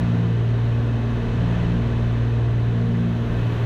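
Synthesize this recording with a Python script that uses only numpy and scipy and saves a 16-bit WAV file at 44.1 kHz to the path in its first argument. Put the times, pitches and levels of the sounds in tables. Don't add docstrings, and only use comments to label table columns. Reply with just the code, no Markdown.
import sys
import numpy as np
from scipy import signal
from scipy.fft import rfft, irfft
from scipy.io import wavfile

SR = 44100
rng = np.random.default_rng(int(sys.argv[2]) if len(sys.argv) > 2 else 0)


def transcribe(signal):
    frames = np.atleast_2d(signal).T
    limited = np.clip(frames, -1, 1)
    pcm = np.round(limited * 32767).astype(np.int16)
    wavfile.write(sys.argv[1], SR, pcm)


N = 160965
TIME = np.arange(N) / SR
FREQS = np.maximum(np.fft.rfftfreq(N, 1 / SR), 1)

# time in seconds, level in dB.
AIR_SWELL = [(0.03, -38), (0.31, -40.5), (0.95, -40), (1.64, -36.5), (1.68, -38), (2.56, -41),
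             (3.15, -40.5), (3.41, -38), (3.49, -38.5), (3.52, -37), (3.6, -37.5)]


def from_db(db):
    return 10 ** (np.asarray(db) / 20)


def in_time(rows):
    return np.interp(TIME, *np.transpose(rows))


def over_hz(points):
    hz, db = np.transpose(points)
    return np.interp(np.log(FREQS), np.log(hz), db)


def noise(density_db):
    white_spectrum = rfft(rng.standard_normal(N))
    return irfft(white_spectrum * from_db(density_db), N) * np.sqrt(SR / 2)


def wander(rate_hz, size=1024):
    hz = np.fft.fftfreq(size, TIME[-1] / size)
    spectrum = rng.standard_normal(size) + 1j * rng.standard_normal(size)
    slow = np.fft.ifft(spectrum / (1 + (hz / rate_hz) ** 2))
    slow = slow / np.sqrt(np.mean(abs(slow) ** 2))
    return np.interp(TIME, np.linspace(0, TIME[-1], size), slow)


def air_swell_db():
    level_db = in_time(AIR_SWELL)
    return level_db - level_db.mean()


def buffeting():
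    # frequency in Hz, relative density in dB.
    buffet_colour = [(8, -23.5), (19, -9), (27, -0.5), (36, -4), (50, -8), (90, -39.5), (400, -100)]
    # time in seconds, level in dB before trim.
    buffet_level = [(0.0, -50), (0.42, -42), (1.21, -43.5), (1.25, -28), (1.49, -38.5), (2.26, -41),
                    (2.3, -50), (3.01, -38), (3.1, -54), (3.31, -37), (3.64, -40), (3.65, -48)]
    trim_db = -.5
    deep = noise(over_hz(buffet_colour))
    return from_db(in_time(buffet_level) + trim_db) * deep / deep.std()


def rumble(swell_db):
    # frequency in Hz, density in dB per Hz before trim.
    rumble_density = [(20, -84.5), (45, -60), (62, -55.5), (100, -54), (135, -53.5), (190, -58), (255, -55),
                      (325, -63), (395, -60.5), (560, -71), (900, -104), (2500, -140)]
    trim_db, swing = -2.5, 1
    return from_db(trim_db + swing * swell_db) * noise(over_hz(rumble_density))


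def air_rush(swell_db):
    # frequency in Hz, density in dB per Hz before trim.
    rush_density = [(200, -70), (480, -68), (660, -68.5), (820, -72), (930, -69), (1300, -74),
                    (1800, -75.5), (2300, -80.5), (3000, -81.5), (3500, -82.5), (4050, -84.5), (4600, -93),
                    (5050, -96), (6200, -94.5), (7100, -101), (10000, -111), (15500, -118)]
    # centre in Hz, width in Hz, lift in dB.
    panels = [(668, 49, 4.5), (1080, 98, 1.5), (1536, 110, 2), (1757, 140, 3.5), (2010, 60, 1),
              (2573, 130, 5.5), (3027, 110, 5)]
    # delay in seconds, signed gain.
    echoes = [(.00349, .07), (.00669, .06), (.00697, .11), (.0123, -.05), (.01343, .07), (.01493, .05)]
    trim_db, swing = 0.04, 0.86
    lining_cut_hz = 5500

    panels_db = 0
    for hz, width_hz, lift_db in panels:
        panels_db = panels_db + lift_db / (1 + (2 * (FREQS - hz) / width_hz) ** 2)
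    direct = noise(over_hz(rush_density) + panels_db)
    dull = irfft(rfft(direct) / (1 + (FREQS / lining_cut_hz) ** 6), N)
    reflected = sum(gain * np.roll(dull, round(delay_s * SR)) for delay_s, gain in echoes)
    return from_db(trim_db + swing * swell_db) * (direct + reflected)


def airflow():
    swell_db = air_swell_db()
    return air_rush(swell_db) + rumble(swell_db) + buffeting()


def whine():
    # frequency in Hz, rms pitch waver in Hz, rms level in dB after the fade.
    whine_tones = [(8695, 18, -78), (10460, 3, -82), (11590, 30, -76.5), (12640, 16, -80),
                   (14490, 50, -77.5)]
    start_s, rise_s, waver_rate_hz = 2.64, .85, 80
    tones = 0
    for hz, waver_hz, db in whine_tones:
        pitch_hz = hz + waver_hz * np.sqrt(2) * np.real(wander(waver_rate_hz))
        phase = 2 * np.pi * np.cumsum(pitch_hz) / SR
        tones = tones + from_db(db) * np.sqrt(2) * np.sin(phase)
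    return tones * np.clip((TIME - start_s) / rise_s, 0, 1)


def strong_lines(flutter_rate_hz):
    # time in seconds, level in dB before trim.
    bank_level = [(0.0, -34), (0.05, -33), (0.09, -39), (0.62, -34.5), (1.83, -28.5), (3.19, -37.5),
                  (3.38, -28.5), (3.53, -48), (3.56, -35), (3.65, -49)]
    blade_level = [(0.0, -24.5), (0.03, -22), (0.55, -20), (1.17, -23.5), (1.2, -26.5), (1.45, -21.5),
                   (1.53, -24), (2.53, -20), (3.22, -24), (3.27, -26), (3.47, -20.5), (3.55, -25),
                   (3.62, -20.5), (3.65, -17)]
    throb_level = [(0.0, -25), (0.11, -25), (0.32, -25.5), (0.35, -32), (1.03, -47), (1.45, -26),
                   (1.76, -23), (1.86, -41), (2.08, -33), (2.37, -50), (2.77, -29), (3.09, -23),
                   (3.13, -28.5), (3.26, -41), (3.31, -29), (3.65, -36.5)]
    octave_level = [(0.0, -31.5), (0.11, -32), (0.33, -39), (0.41, -52), (0.46, -38.5), (1.05, -31.5),
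                    (1.34, -31.5), (1.46, -50), (1.49, -37), (1.55, -48), (1.76, -30), (2.39, -35.5),
                    (2.47, -51), (2.78, -31), (3.03, -26.5), (3.37, -36), (3.46, -47), (3.65, -52)]
    flutter = 0.013
    lines = []
    for multiple, level, trim_db in [(3, bank_level, 0.3), (6, blade_level, 0.5),
                                     (9, throb_level, -0.9), (12, octave_level, 0.53)]:
        strength = from_db(in_time(level) + trim_db)
        lines.append((multiple, strength * (1 + flutter * wander(flutter_rate_hz))))
    return lines


def beating_lines(flutter_rate_hz):
    # multiple of the cycle rate (rounded in use), faster engine's level in dB,
    # slower engine's level in dB, moment in seconds when the two add up.
    orders = [(2, -49.5, -54.5, 2), (4, -38.5, -55.5, 2.3), (5, -51, -55.5, 0.52), (7, -42.5, -57.5, 1.1),
              (8, -46, -47, 1.6), (11, -51.5, -54, 0.54), (14, -51, -53.5, 0.19), (15, -46, -48.5, 0.025),
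              (18, -45.5, -50.5, .38), (20, -51, -52.5, .08), (21, -47, -50, 0.5), (22, -55, -54.5, 0.28),
              (23, -64.5, -54, .04), (24, -47, -47, 0.24), (27, -53.5, -71, .14), (30, -63, -55.5, 0.056),
              (32, -62, -70.5, 0.12), (33, -56.5, -56.5, 0.12), (36, -59.5, -67, 0.38), (38, -58, -72, .07),
              (79.85, -63.5, -70, 0.032), (102.4, -65.5, -65.5, 0.033)]
    mismatch_hz = .08
    steady_flutter, loose_flutter, flutter_per_multiple = .07, 0.68, 0.0066
    lines = []
    for order, fast_db, slow_db, together_s in orders:
        multiple = round(order)
        lead = np.exp(1j * np.pi * multiple * mismatch_hz * (TIME - together_s))
        flutter = loose_flutter if multiple % 3 else steady_flutter
        flutter = flutter + flutter_per_multiple * multiple
        fast = from_db(fast_db) * (lead + flutter * wander(flutter_rate_hz))
        slow = from_db(slow_db) / lead
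        lines.append((multiple, fast + slow))
    return lines


def engines():
    # time in seconds, cycle rate in Hz.
    cycle_rate = [(0, 19.325), (1.2, 19.318), (2.4, 19.376), (3.65, 19.385)]
    flutter_rate_hz = 3.3
    cycles = np.cumsum(in_time(cycle_rate)) / SR
    drone = 0
    for multiple, strength in strong_lines(flutter_rate_hz) + beating_lines(flutter_rate_hz):
        carrier = np.exp(2j * np.pi * (multiple * cycles + rng.random()))
        drone = drone + np.sqrt(2) * np.real(strength * carrier)
    return drone


def scene():
    return (airflow() + whine() + engines())[None]


def record(dry):
    hiss_db_per_hz, cutoff_hz = -117, 15700
    low_pass = signal.ellip(12, .1, 80, cutoff_hz, fs=SR, output="sos")
    return signal.sosfilt(low_pass, dry + noise(hiss_db_per_hz))


dry = scene()
out = record(dry)
transcribe(out)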